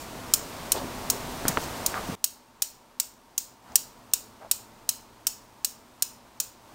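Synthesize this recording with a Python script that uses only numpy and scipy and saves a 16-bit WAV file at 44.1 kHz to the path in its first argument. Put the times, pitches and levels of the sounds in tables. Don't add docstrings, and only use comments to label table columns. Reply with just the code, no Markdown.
import sys
import numpy as np
from scipy import signal
from scipy.fft import rfft, irfft
from scipy.io import wavfile

SR = 44100
rng = np.random.default_rng(int(sys.argv[2]) if len(sys.argv) > 2 else 0)


def master(y):
    cut = np.clip(np.atleast_2d(y).T, -1, 1)
    pcm = np.round(cut * 32767)
    wavfile.write(sys.argv[1], SR, pcm.astype(np.int16))


def undo_db(level):
    steps = np.asarray(level, float) / 20
    return 10 ** steps


N = 297234

# pitch_hz, level_db [dB per Hz]
RUMBLE_BEFORE_DROP = [(12, -23), (20, 1.5), (192, -2.5), (250, 0), (300, -2), (528, -4), (686, -1.5),
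                      (840, -6), (929, -6), (1030, -4), (2500, -23), (3250, -38.5), (5500, -120)]
RUMBLE_AFTER_DROP = [(12, -33), (20, -3), (70, -6), (166, -8.5), (242, -2), (300, -5.5), (538, -8.5),
                     (585, -5), (818, -7.5), (908, -3.5), (1100, -7), (1400, -12.5), (2000, -23), (3000, -32),
                     (6600, -120)]
# pitch_hz, level_db [dB per Hz]
HISS_COLOUR = [(300, -7.5), (2000, -5.5), (4500, -8), (7180, -10), (9800, -10.5), (10500, -12.5),
               (11000, -28), (11600, -45), (22000, -120)]
# pitch_hz, width_hz, level_db [re rumble]
FAN_HUM = [(126, 6, -19), (248.9, 2.3, -13), (913, 33, -10.5)]
# time_s, level_db
LEVEL_BEFORE_DROP = [(0.0, -43), (1.61, -37), (2.03, -38.5), (2.08, -37.5), (2.15, -39)]
LEVEL_AFTER_DROP = [(2.16, -57.5), (3.3, -57.5), (3.5, -56.5), (3.6, -58), (3.72, -51), (3.87, -54),
                    (4.67, -53.5), (5.44, -55), (6.6, -55), (6.74, -51.5)]
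# time_s, pitch_hz, level_db
MOTOR_COURSE = [
    (3.5, 108.2, -80),
    (3.8, 108, -67),
    (4.5, 108.2, -62.5),
    (5.1, 110, -65),
    (5.5, 112.3, -68.5),
    (6.1, 112.2, -71),
]
MOTOR_MULTIPLES = [1.5, -0.5, -5.5, -3]
# start_s, peak_db, pitch_hz, t60_s
CASING_TAPS = [(1.4528, -7.5, 306, 0.0083), (1.4532, -11, 718, .006), (1.4532, -14, 1380, 0.009),
               (1.4533, -25.5, 4500, 0.0036), (1.5726, 1.5, 1200, 0.0035), (1.5729, -13, 2940, 0.0043),
               (1.5749, -21, 237, 0.021), (1.9424, -8, 1500, 0.0037), (3.721, -35, 6000, .003),
               (4.116, -40, 6000, .003), (5.999, -44, 5000, .003), (6.375, -46.5, 5500, .003)]
# start_s, length_s, level_db, pitch_hz, width_hz
HAND_RUBS = [(0.743, 0.069, -31.5, 492, 380), (0.755, 0.05, -40, 3480, 2500), (.81, 0.062, -34.5, 197, 220),
             (.81, 0.021, -33, 600, 300), (1.1, 0.1, -39.5, 295, 392), (1.452, 0.094, -36, 800, 1370),
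             (1.454, 0.085, -31, 119, 202), (1.571, .018, -26, 300, 603), (1.589, 0.1, -41, 4470, 6000),
             (1.939, 0.075, -33, 1210, 454), (1.94, 0.11, -38.5, 650, 400), (2.078, 0.079, -32, 127, 159),
             (3.631, 0.22, -53.5, 790, 603), (3.698, .08, -58, 60, 90), (4.406, 0.077, -43, 620, 417)]
# start_s, first_contact_peak_db, middle_lag_ms, last_lag_ms, last_level_db [re first]
BALL_BLOWS = [(0.3373, 0.5, 0.84, 1.6, -4.5), (0.7195, -5, 0.79, 2.7, -12), (1.1004, -4, 1.14, 2.7, -26),
              (1.4816, -4.5, 0.84, 2.13, -15), (1.862, -8, 0.86, 2.18, 5), (2.2413, -6, 0.96, 1.85, 1.5),
              (2.6205, -9.5, 1.2, 2.35, 7), (2.9992, -9.5, 0.5, 1.37, 3), (3.3786, -9, 1.32, 1.9, 1.5),
              (3.7561, -3.5, 1.86, 2.16, 5.5), (4.1353, -8.5, 0.49, 1.61, 10), (4.5129, -4, 1.6, 2, -1),
              (4.8906, -7, 1.2, 2.2, 4.5), (5.2681, -7.5, 1.65, 2.3, 2.5), (5.6465, -8, 1.02, 3.5, -6),
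              (6.0223, -8.5, 2.8, 3.1, 0.5), (6.4007, -12, 1.27, 3.2, 4.5), (-0.045, -12, 1.1, 2.4, 0.5)]
# pitch_hz, level_db [dB per Hz]
CONTACT_COLOUR = [(350, -52.5), (600, -21.5), (1950, -19), (3550, -10.5), (5360, -5.5), (7010, -2.5),
                  (8110, -2.5), (9620, -0.5), (11000, -12), (14300, -24.5), (22000, -120)]
# pitch_hz, level_db [dB per Hz]
ROOM_TAIL_COLOUR = [(820, -50.5), (1400, -16.5), (2030, -17.5), (2700, -11.5), (3770, -10), (4850, -4.5),
                    (5240, -5), (7150, 1), (10000, -4.5), (11000, -15), (14300, -45.5), (22000, -120)]
# pitch_hz, t60_s
ROOM_DECAY = [(1500, 0.26), (3000, 0.34), (5000, 0.39), (7500, 0.27), (10500, 0.31)]

BACKGROUND_DROP_S = 2.1525
FRAME_HZ, FRAME_WIDTH_HZ = 6000, 2700


def rms_one(x):
    return x / np.sqrt(np.mean(x ** 2) + 1e-20)


def at_hz(points, hz):
    table_hz, values = np.array(points).T
    return np.interp(np.log(np.maximum(hz, 1)), np.log(table_hz), values)


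def response(spectrum, size=8192):
    log_gain = at_hz(spectrum, np.arange(size // 2 + 1) * SR / size) * np.log(10) / 20
    cepstrum = irfft(log_gain)
    cepstrum[1:size // 2] *= 2
    cepstrum[size // 2 + 1:] = 0
    return irfft(np.exp(rfft(cepstrum)))


def noise(spectrum):
    gain = undo_db(at_hz(spectrum, np.arange(N // 2 + 1) * SR / N))
    return rms_one(irfft(gain * rfft(rng.standard_normal(N)), N))


def resonate(x, hz, width_hz):
    r = np.exp(-np.pi * width_hz / SR)
    zeros = np.array([1, 0, -1]) * (1 - r * r) / 2
    poles = [1, -2 * r * np.cos(2 * np.pi * hz / SR), r * r]
    return signal.lfilter(zeros, poles, x)


def delayed(x, lag_ms):
    return np.roll(x, round(lag_ms * SR / 1000))


def background():
    t = np.arange(N) / SR
    high = t < BACKGROUND_DROP_S
    high_db = np.interp(t, *np.transpose(LEVEL_BEFORE_DROP))
    low_db = np.interp(t, *np.transpose(LEVEL_AFTER_DROP))
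    level_db = np.where(high, high_db, low_db)
    rumble = np.where(high, noise(RUMBLE_BEFORE_DROP), noise(RUMBLE_AFTER_DROP))
    for hz, width_hz, db in FAN_HUM:
        rumble += undo_db(db) * rms_one(resonate(rng.standard_normal(N), hz, width_hz))
    rumble_db = np.where(high, 0.5, -0.5)
    hiss_db = np.where(high, -3, -5)
    return undo_db(level_db) * (undo_db(rumble_db) * rumble + undo_db(hiss_db) * noise(HISS_COLOUR))


def motor():
    time_s, pitch_hz, level_db = np.transpose(MOTOR_COURSE)
    t = np.arange(N) / SR
    wobble_hz = 1.2 * rms_one(resonate(rng.standard_normal(N), 7.9, 11.0))
    phase = 2 * np.pi * np.cumsum(np.interp(t, time_s, pitch_hz) + wobble_hz) / SR
    tone = np.zeros(N)
    for multiple, db in enumerate(MOTOR_MULTIPLES, start=1):
        tone += undo_db(db) * np.sin(multiple * phase)
    return undo_db(np.interp(t, time_s, level_db)) * tone


def handling():
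    out = np.zeros(N)
    t = np.arange(2000) / SR
    for start_s, db, hz, t60_s in CASING_TAPS:
        at = round(start_s * SR)
        onset = np.minimum(t * hz / 0.45, 1)
        out[at:at + len(t)] -= onset * undo_db(db - 60 * t / t60_s) * np.sin(2 * np.pi * hz * t)
    for start_s, length_s, db, hz, width_hz in HAND_RUBS:
        grain = undo_db(2.0 * rng.standard_normal(60)).repeat(100)
        slips = rng.standard_normal(6000) * grain
        rub = rms_one(resonate(resonate(slips, hz, width_hz * 1.3), hz, width_hz * 1.3))
        part = np.clip(np.arange(len(rub)) / SR / length_s, 0, 1)
        at = round(start_s * SR)
        out[at:at + len(rub)] += undo_db(db) * rub * np.sin(np.pi * part ** 0.67)
    return out


def room_tail(t):
    tail = np.zeros(len(t))
    edges_hz = 1000 * 2 ** np.arange(0, 4, 0.5)
    for low, high in zip(edges_hz, edges_hz[1:]):
        half_octave = signal.butter(2, [low, high], "band", fs=SR, output="sos")
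        band = signal.sosfilt(half_octave, rng.standard_normal(len(t)))
        tail += band * undo_db(-60 * t / at_hz(ROOM_DECAY, np.sqrt(low * high)))
    colour = rms_one(response(ROOM_TAIL_COLOUR, size=1024)) / 32
    build_up = np.minimum(t / 0.0039, 1)
    return signal.fftconvolve(tail * build_up, colour)[:len(t)]


def spread(x, hits):
    share = 0.38
    pattern = share * hits / np.sqrt(np.sum(hits ** 2))
    pattern[np.argmax(np.abs(hits))] += 1 - share
    return signal.fftconvolve(x, pattern / np.sqrt(np.sum(pattern ** 2)))[:len(x)]


def contacts(first_db, middle_ms, last_ms, last_db):
    chatter_per_s, chatter_ms, chatter_db = 9000, 3.24, -8
    middle_peak_db = -12.5
    t = np.arange(300) / SR
    parting_ms = max(chatter_ms, last_ms + 0.22)
    touching = 1 / (1 + np.exp((t * 1000 - parting_ms) / 0.16))
    small = (rng.random(len(t)) < chatter_per_s / SR) * rng.standard_normal(len(t))
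    out = undo_db(first_db + chatter_db) * np.clip(small, -1.5, 1.5) * touching
    for lag_ms, peak_db in (0, first_db), (middle_ms, middle_peak_db), (last_ms, first_db + last_db):
        out[round(lag_ms * SR / 1000)] = undo_db(peak_db)
    return out


def near_echoes(t):
    fade_out = 1 / (1 + np.exp(np.minimum((t * 1000 - 12.3) / 1.4, 50)))
    echoes = rng.standard_normal(len(t)) * (rng.random(len(t)) < 0.3)
    echoes = echoes + 0.61 * resonate(echoes, FRAME_HZ, FRAME_WIDTH_HZ)
    return undo_db(-19.5 - 60 * t / 0.051) * fade_out * echoes


def clacks():
    # lag in ms, share (sign = polarity); those of the base swap with the blow's direction
    desk_ms, desk_share = desk = (0.726, 0.22)
    base = [[(0.555, -0.1), (1.36, -0.14)], [(0.46, -0.12), (1.48, -0.16)]]
    room_db, room_follows = -34.5, 0.54
    body_filter = signal.butter(2, 4800, fs=SR, output="sos")
    click = response(CONTACT_COLOUR, size=1024)
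    click = click / np.abs(signal.hilbert(click)).max()
    clicks = np.zeros(N + 2 * SR)
    room = np.zeros(N + 2 * SR)
    t = np.arange(SR // 2) / SR
    for k, (start_s, first_db, middle_ms, last_ms, last_db) in enumerate(BALL_BLOWS):
        at = SR + round(start_s * SR)
        hits = contacts(first_db, middle_ms, last_ms, last_db)
        strength = np.sqrt(np.sum(hits ** 2))
        tail = spread(room_tail(t), hits)
        tail = tail + desk_share * delayed(tail, desk_ms)
        direct = strength * near_echoes(t)
        direct[:len(hits)] += hits
        direct = direct + sum(share * delayed(direct, ms) for ms, share in [desk, *base[k % 2]])
        direct = direct + 0.08 * resonate(direct, FRAME_HZ, FRAME_WIDTH_HZ)
        body = signal.sosfiltfilt(body_filter, direct)
        clicks[at:at + len(t)] += direct + (undo_db(-0.65) - 1) * body
        room[at:at + len(t)] += strength ** room_follows * undo_db(room_db) * tail
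    heard = signal.oaconvolve(clicks, click)[:len(room)] + room
    return heard[SR:SR + N]


def scene():
    return (background() + motor() + handling() + clacks())[None]


def band_limit(x):
    return signal.sosfilt(signal.butter(12, 16810, fs=SR, output="sos"), x)


def record(dry):
    half_rate = 1.3 * np.tanh(dry[:, ::2] / 1.3)
    held = half_rate.repeat(2, axis=1)[:, :N]
    steep = signal.ellip(10, 0.5, 62, 15760, fs=SR, output="sos")
    return band_limit(signal.sosfilt(steep, held))


dry = scene()
out = record(dry)
master(out)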